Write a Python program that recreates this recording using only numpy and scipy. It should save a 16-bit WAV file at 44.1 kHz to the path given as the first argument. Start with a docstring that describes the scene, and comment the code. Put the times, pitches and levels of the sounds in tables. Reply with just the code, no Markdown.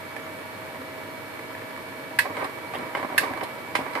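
"""A motor whines and a plastic gear train whirs: an opened laser printer runs on a workshop floor.
Loose parts tap and a faint squeak rises. About two seconds in a solenoid snaps, and again a second later;
from the first snap on, the paper feed loads the gears, cams and levers clack and a sprung latch drops.
The stereo microphone is close, in a small room, with the machine a little to the right."""
import sys
import numpy as np
from scipy import signal
from scipy.fft import rfft, irfft, next_fast_len
from scipy.io import wavfile
from scipy.ndimage import map_coordinates

SR = 44100
rng = np.random.default_rng(int(sys.argv[2]) if len(sys.argv) > 2 else 0)


def waveform_to_disk(signal):
    """Save audio, clipped to [-1, 1], as 16-bit WAV at the path in sys.argv[1]."""
    frames = np.transpose(np.atleast_2d(signal))
    scaled = np.clip(frames, -1, 1) * 32767
    samples = np.round(scaled).astype(np.int16)
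    wavfile.write(sys.argv[1], SR, samples)


N = 4 * SR

# load of the paper feed, heard as its rattle: time_s, level_db
FEED_LOAD = [(2.17, -58), (2.25, -40), (2.34, -39.5), (2.43, -30.5), (2.49, -43), (2.71, -45), (2.76, -36),
             (2.85, -37.5), (2.92, -45), (2.98, -33.5), (3.08, -43), (3.24, -30), (3.36, -38.5),
             (3.48, -37.5), (3.6, -49.5), (3.73, -48), (3.8, -35), (3.91, -39), (3.99, -32)]
# colour of the printer's frame: freq_hz, gain_db
FRAME_COLOUR = [(40, -36), (90, -7), (190, -9.5), (275, 2.5), (390, -1), (560, 3.5), (700, -6), (980, 3.5),
                (1150, 2.5), (1380, -8.5), (1650, -3), (2150, -3), (2700, -15.5), (4500, -24), (6300, -37),
                (9000, -30), (15000, -51.5)]
# where the microphone hears the frame: freq_hz, left_over_right_db
FRAME_PAN = [(100, 1), (300, 0.5), (1000, -4), (3500, -4.5), (12000, -12.5)]
FRAME_CUT_HZ = 150  # lowest pitch that the frame radiates well


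def solenoid():
    """The steel armature slaps home in a few quick contacts and leaves its return spring sizzling."""
    # the solenoid pulls in: start_s, level_db, tilt_db_per_octave
    snaps = [(2.1873, -11.5, 0), (3.1781, -11.5, 0.7)]
    # the armature touches, seats and bounces: delay_s, gain_db
    contacts = [(.0005, 1.5), (.0033, 1), (.0062, -3.5), (0.0138, -11), (0.017, -15), (0.029, -20)]
    # ring of the armature: pitch_hz, gain_db, t60_s
    armature_modes = [(1556, 1, 0.05), (1650, 4, 0.059), (1794, 0, 0.034), (1925, -1, 0.03),
                      (2030, -1, 0.027), (2575, -4, 0.06), (2706, -11, 0.06), (3330, -17, 0.02),
                      (4370, -18.5, 0.059)]
    # crack of a contact: freq_hz, gain_db
    crack_colour = [(100, -46), (500, -29), (1000, -3.5), (1370, -12), (1620, 6), (2000, 7), (2300, -10),
                    (2600, 1), (3100, -12.5), (4100, -12), (5200, -20.5), (6200, -31.5), (8800, -17),
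                    (11800, -24.5), (15000, -28.5)]
    # sizzle of the spring: freq_hz, gain_db
    spring_colour = [(2000, -55), (3600, 6), (5100, 5), (6300, -2), (8000, -2), (8900, -15), (10200, -11),
                     (11500, 6), (12600, -11), (14500, -9)]
    # where the microphone hears the snap: freq_hz, left_over_right_db
    snap_pan = [(60, 2), (150, 0.0), (380, 2), (950, -9), (2380, -2), (5980, -11.5), (15000, -20)]
    out = np.zeros((2, N))
    for start, db, tilt_db in snaps:
        for delay, contact_db in contacts:
            crack = blow(crack_colour, t60=0.027, tilt_db=tilt_db, modes=armature_modes, ring_db=0.5)
            add(out, start + delay, amp(db + contact_db - 4) * crack)
        spring_db = db - 26.5 + 6.1 * tilt_db  # a brighter snap sizzles louder
        add(out, start, amp(spring_db) * blow(spring_colour, t60=0.23))
    thin = low_cut(out, corner_hz=690)  # the small armature radiates no bass
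    return in_room(spread(thin, snap_pan), wet_db=-11)


def latch():
    """A sprung plastic latch drops with a dry, bright snap."""
    # the latch drops: start_s, level_db, tilt_db_per_octave, t60_s, ring_db
    drops = [(2.9493, -23, -1, 0.057, 1.5), (3.410, -27, -3.5, 0.05, -2), (3.7516, -18.5, 2.5, 0.074, -3),
             (3.951, -28, 1.5, 0.082, -11)]
    # colour of the plastic: freq_hz, gain_db
    colour = [(60, -20), (170, -14), (300, -3), (600, 1.5), (750, -8), (1000, 2.5), (1380, -3), (1750, -3),
              (2100, 4), (2600, -10), (3000, -8.5), (3600, -17), (5300, -21), (6400, -32), (9000, -30.5),
              (15000, -45)]
    # its ring: pitch_hz, gain_db, t60_s
    modes = [(810, -2, 0.077), (986, 2, 0.079), (1132, 0.5, 0.069), (1590, 3, 0.032), (2090, 1.5, 0.044),
             (2207, -5, 0.038), (3017, -8, 0.064)]
    out = np.zeros((2, N))
    for start, db, tilt_db, t60, ring_db in drops:
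        add(out, start, amp(db) * blow(colour, t60, tilt_db, modes, ring_db))
    return in_room(spread(low_cut(out, FRAME_CUT_HZ), FRAME_PAN), wet_db=-9.5)


def levers():
    """Cams and levers clack on the frame; light catches tick and loose parts tap."""
    # strikes on the frame: start_s, level_db, tilt_db_per_octave, t60_s
    clacks = [(2.255, -27.5, -2, 0.1), (2.303, -33.5, -7, 0.053), (2.367, -29.5, 1.5, 0.13),
              (2.392, -41, 4, 0.016), (2.426, -30, -5.5, 0.071), (2.444, -29.5, 1, 0.075),
              (2.736, -30.5, 1, 0.07), (2.752, -31.5, -0.5, 0.059), (2.795, -37.5, -6.5, 0.047),
              (2.970, -30, 1.5, .09), (2.996, -31, 0, 0.096), (3.027, -27.5, -0.5, 0.055),
              (3.046, -29, -2, 0.06), (3.099, -32.5, -2.5, 0.05), (3.124, -32, -2.5, 0.035),
              (3.146, -34.5, -7, 0.036), (3.234, -26, 1, 0.087), (3.305, -31.5, -12, 0.025),
              (3.336, -33, 1.5, 0.011), (3.372, -32.5, 1.5, 0.06), (3.426, -27.5, -6, 0.059),
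              (3.79, -28.5, -4.5, 0.017), (3.808, -31, -5.5, 0.051), (3.863, -32.5, -0.5, 0.053),
              (3.958, -30.5, -3, 0.027), (3.974, -31.5, 1, 0.033)]
    # ring of the frame: pitch_hz, gain_db, t60_s
    frame_modes = [(269.3, -12.5, 0.12), (586.4, -3.5, 0.14), (764, 3.5, 0.062), (983, -5, 0.1),
                   (1145, -2, 0.12), (1550, 2, 0.033), (2100, -6.5, 0.036), (3170, -10, 0.028)]
    # light catches, and the thin ringing tail of the latch that drops at 3.75 s: start_s, level_db, t60_s
    ticks = [(2.442, -42.5, 0.085), (2.785, -47.5, 0.017), (2.995, -56, .02), (3.434, -39.5, 0.054),
             (3.752, -37, 0.21), (3.934, -48, 0.018)]
    # their colour: freq_hz, gain_db
    tick_colour = [(1000, -15), (3400, 7.5), (4200, -3), (5150, 0), (6200, -14), (9000, -3), (15000, -14)]
    # their thin metallic ring: pitch_hz, gain_db, t60_s
    tick_modes = [(4100, 1, 0.066), (5060, -5, .07)]
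    # a catch skips over its edge in a quick run: start_s, level_db
    slips = [(2.747, -37.5), (2.754, -37.5), (2.759, -42)]
    # ring of that catch: pitch_hz, gain_db, t60_s
    slip_modes = [(1940, 3, 0.036), (2660, 0, .03), (3080, -6, .03), (3240, -3.5, 0.038), (3650, -6, .03)]
    # loose parts ping while the gears idle: start_s, level_db, pitch_hz
    taps = [(0.1643, -32.5, 1746), (0.264, -42.5, 1770), (1.392, -37, 990), (1.549, -38.5, 1730),
            (1.617, -41.5, 1780), (1.776, -40.5, 1100)]
    out = np.zeros((2, N))
    for start, db, tilt_db, t60 in clacks:
        modes = [(hz, gain_db + tilt_db * np.log2(hz / 1000), life) for hz, gain_db, life in frame_modes]
        add(out, start, amp(db) * blow(FRAME_COLOUR, t60, tilt_db, modes, ring_db=-1.5))
    for start, db, t60 in ticks:
        add(out, start, amp(db) * blow(tick_colour, t60, modes=tick_modes, ring_db=-4))
    for start, db in slips:
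        add(out, start, amp(db) * blow(tick_colour, t60=0.015, tilt_db=-5, modes=slip_modes, ring_db=8))
    for start, db, hz in taps:
        ping = blow(FRAME_COLOUR, t60=0.02, tilt_db=3, modes=[(hz, 0, 0.028)], ring_db=4)
        add(out, start, amp(db) * ping)
    return in_room(spread(low_cut(out, FRAME_CUT_HZ), FRAME_PAN), wet_db=-11)


def feed():
    """The light parts of the loaded paper feed rattle in the frame and its rollers rumble."""
    # swells of the rollers: centre_s, level_db, sigma_s
    thumps = [(2.822, -41.5, 0.045), (3.342, -44.5, 0.049), (3.78, -47, 0.04)]
    # their rumble: freq_hz, gain_db
    rumble_colour = [(30, -32), (60, -12), (85, -10), (170, -8), (300, -1), (800, -56)]
    t = np.arange(N) / SR
    shaking = rush(FRAME_COLOUR, FRAME_PAN, drive=amp(1.4 * wobble(130)))
    rattle = amp(curves(FEED_LOAD)[0]) * unit(low_cut(shaking, corner_hz=155))
    swell = sum(amp(db) * np.exp(-0.5 * ((t - centre) / sigma) ** 2) for centre, db, sigma in thumps)
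    return rattle + swell * rush(rumble_colour, FRAME_PAN)


def gears():
    """The gear train whirs steadily, its teeth knock irregularly and nearby parts ring along."""
    # the running gear train: freq_hz, gain_db
    whir_colour = [(18, -69), (30, -33), (69, -22), (79, -26), (92, -5), (228, -10.5), (267, -3),
                   (384, -8.5), (448, -9.5), (567, -6.5), (629, -5.5), (680, -13.5), (905, -8.5),
                   (978, -11.5), (1410, -11), (1690, -11), (1970, -11), (2250, -13), (2700, -17.5),
                   (4310, -23), (6360, -32), (13500, -27), (15000, -36)]
    # where the microphone hears it: freq_hz, left_over_right_db
    whir_pan = [(60, 1), (150, 0.5), (380, 0), (950, -4.5), (2380, -1), (5980, 1.5), (15000, 7)]
    # parts that the gears keep ringing: pitch_hz, width_hz, level_db
    resonances = [(273, 77, -52.5), (455, 12.6, -54.5), (506.7, 12, -55), (828, 170, -52.5), (967, 58, -61),
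                  (1150, 35, -58.5), (2323, 140, -63)]
    knocks_per_s, knock_decay_s = 210, 0.0015
    out = amp(-39.5) * rush(whir_colour, whir_pan)
    impacts = (rng.random(N) < knocks_per_s / SR) * amp(2.2 * rng.standard_normal(N))
    knocks = signal.lfilter([1], [1, -np.exp(-1 / (knock_decay_s * SR))], impacts)
    out += amp(-46) * rush(FRAME_COLOUR, FRAME_PAN, drive=knocks)
    for pitch, width, db in resonances:
        band = lambda hz: (1j * hz * width / (pitch ** 2 - hz * hz + 1j * hz * width)) ** 2
        ring = filtered(rng.standard_normal((2, N)), band)
        out += amp(db) * unit(spread(ring, whir_pan))
    return out


def motor():
    """Tones locked to one shaft flutter; most of them grow when the feed loads the gears."""
    # the motor and its gear meshes: pitch_hz
    pitches = [101.3, 639.1, 958.7, 1340, 1712.4, 2276.9, 4237]
    # the tone at each pitch: level_db, flutter_db, full_load_gain_db, left_over_right_db
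    tones = [(-62, -0.5, 2, 0), (-48.5, 1, 5, 1), (-51.5, 4.5, 14, -4), (-60, 4.5, 12, 6),
             (-55.5, -1, -4, 8), (-53, 2, 7.5, -14.5), (-66.5, 3, -9, 5)]
    speed_wander, phase_flutter_rad = 0.000766, 0.34
    load = amp(curves(FEED_LOAD)[0])
    shaft_time = np.cumsum(1 + speed_wander * wobble(8)) / SR
    out = np.zeros((2, N))
    for hz, (db, flutter_db, load_db, pan_db) in zip(pitches, tones):
        flutter = amp(flutter_db * wobble(38))
        phase = 2 * np.pi * hz * shaft_time + phase_flutter_rad * wobble(45)
        gain = amp(db + load_db * load / load.max())
        out += sides(pan_db)[:, None] * unit(flutter * np.sin(phase)) * gain
    return out


def squeak():
    """A faint, thin whistle glides upward once."""
    # path of the whistle: time_s, pitch_hz, level_db
    glide = [(.22, 6300, -75), (.232, 6540, -57), (.256, 7000, -63), (.275, 7300, -75), (.34, 8280, -68),
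             (.38, 9050, -61), (.403, 9400, -57), (.42, 9450, -75)]
    hz, db = curves(glide)
    t = np.arange(N) / SR
    sounding = (t > glide[0][0]) & (t < glide[-1][0])
    gain = amp(db + 1.6 * wobble(200))
    phase = 2 * np.pi * np.cumsum(hz * (1 + 0.009 * wobble(500))) / SR
    return gain * np.sin(phase) * sounding


def in_room(x, wet_db):
    """The direct sound plus the workshop's short reverberation."""
    # decay of the room: freq_hz, t60_s
    decay = [(150, 0.14), (1000, 0.12), (4000, 0.2), (12000, 0.13)]
    hz, t, noise = signal.stft(rng.standard_normal((2, SR // 2)), SR, nperseg=256)
    fade = amp(-60 * t / along(decay, hz)[:, None])
    build_up = 1 - np.exp(-t / 0.006)
    tail = signal.istft(noise * fade * build_up, SR, nperseg=256)[1]
    return x + amp(wet_db) * signal.fftconvolve(x, tail / np.linalg.norm(tail[0]), axes=1)[:, :N]


def blow(colour, t60, tilt_db=0, modes=(), ring_db=0):
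    """One contact as a mid/side pair, rms 1 over its first 10 ms: a noise burst plus the part's modes."""
    attack_s = 0.0006
    t = np.arange(SR // 4) / SR
    unit_onset = lambda x: x / np.sqrt(np.mean(x[..., :SR // 100] ** 2) + 1e-20)
    octaves = lambda hz: np.log2(np.clip(hz, 120, 8000) / 1000)
    tint = lambda hz: causal(amp(along(colour, hz) + tilt_db * octaves(hz)))
    burst = rng.standard_normal((2, len(t))) * amp(-60 * t / t60)
    contact = unit_onset(filtered(burst, tint))
    if len(modes):
        ring = np.zeros(len(t))
        for k, (hz, db, life) in enumerate(modes):
            envelope = amp(db + rng.normal(0, 1.5) - 60 * t / life)
            ring += envelope * np.sin(2 * np.pi * hz * t + np.pi * k)
        contact[0] += amp(ring_db) * unit_onset(ring)
    return unit_onset(contact * (1 - np.exp(-t / attack_s)))


def rush(colour, pan, drive=1):
    """Stereo noise of rms 1, driven by an envelope and then coloured."""
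    noise = rng.standard_normal((2, N)) * drive
    coloured = filtered(noise, lambda hz: amp(along(colour, hz)))
    return unit(spread(coloured, pan))


def spread(pair, pan):
    """Two unrelated signals, taken as mid and side, become a stereo pair that is alike in the bass."""
    # likeness of left and right at the microphone: freq_hz, correlation
    likeness = [(60, 0.87), (150, 0.65), (380, 0.8), (950, 0.28), (2380, -0.045), (5980, 0.015),
                (15000, 0.027)]
    angle = lambda hz: np.arccos(np.clip(along(likeness, hz), -1, 1)) / 2
    mid, side = filtered(pair, lambda hz: np.array([np.cos(angle(hz)), np.sin(angle(hz))]))
    return filtered(np.array([mid + side, mid - side]), lambda hz: sides(along(pan, hz)))


def sides(db):
    """Left and right gains for a level difference."""
    return amp(np.array([db / 2, -db / 2]))


def low_cut(x, corner_hz):
    """Small parts radiate little below a corner frequency."""
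    return filtered(x, lambda hz: (1j * hz / (corner_hz + 1j * hz)) ** 2)


def filtered(x, response):
    """Filter x by a response given as a function of frequency."""
    n = x.shape[-1]
    padded = next_fast_len(n + SR // 10)
    return irfft(rfft(x, padded) * response(np.fft.rfftfreq(padded, 1 / SR)), padded)[..., :n]


def causal(gain):
    """The minimum-phase response with this gain."""
    cepstrum = irfft(np.log(np.maximum(gain, 1e-6)))
    half = len(cepstrum) // 2
    cepstrum[1:half] *= 2
    cepstrum[half + 1:] = 0
    return np.exp(rfft(cepstrum))


def along(points, hz):
    """Interpolate (freq_hz, value) points on a log frequency axis."""
    freqs, values = np.transpose(points)
    return np.interp(np.log(hz + 1), np.log(freqs + 1), values)


def curves(rows):
    """One value per sample for each column after the time."""
    times, *columns = np.transpose(rows)
    return [np.interp(np.arange(N) / SR, times, column) for column in columns]


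def wobble(rate):
    """A smooth random curve, rate knots a second."""
    return map_coordinates(rng.standard_normal(N // 20), [np.arange(N) * rate / SR], mode="mirror")


def add(track, start_s, sound):
    """Mix a sound in at start_s."""
    part = track[:, round(start_s * SR):][:, :sound.shape[1]]
    part += sound[:, :part.shape[1]]


def amp(db):
    """Decibels to gain."""
    return 10 ** (np.asarray(db) / 20)


def unit(x):
    """Scale to rms 1."""
    return x / np.sqrt(np.mean(x ** 2) + 1e-20)


def scene():
    """All parts of the printer together."""
    return motor() + gears() + feed() + levers() + latch() + solenoid() + squeak()


def record(dry):
    """Sound reaches the right microphone first; the recorder rounds high peaks and limits the band."""
    bass_lead_s, ceiling, top_hz = 0.00016, 0.82, 14650
    half_phase = lambda hz: np.pi * hz * bass_lead_s / (1 + (hz / 1500) ** 2)
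    mics = filtered(dry, lambda hz: np.exp(1j * half_phase(hz) * np.array([[-1], [1]])))
    rounded = mics / (1 + (mics / ceiling) ** 4) ** (1 / 4)
    return filtered(rounded, lambda hz: 1 / (1 + (hz / top_hz) ** 250))


dry = scene()
out = record(dry)
waveform_to_disk(out)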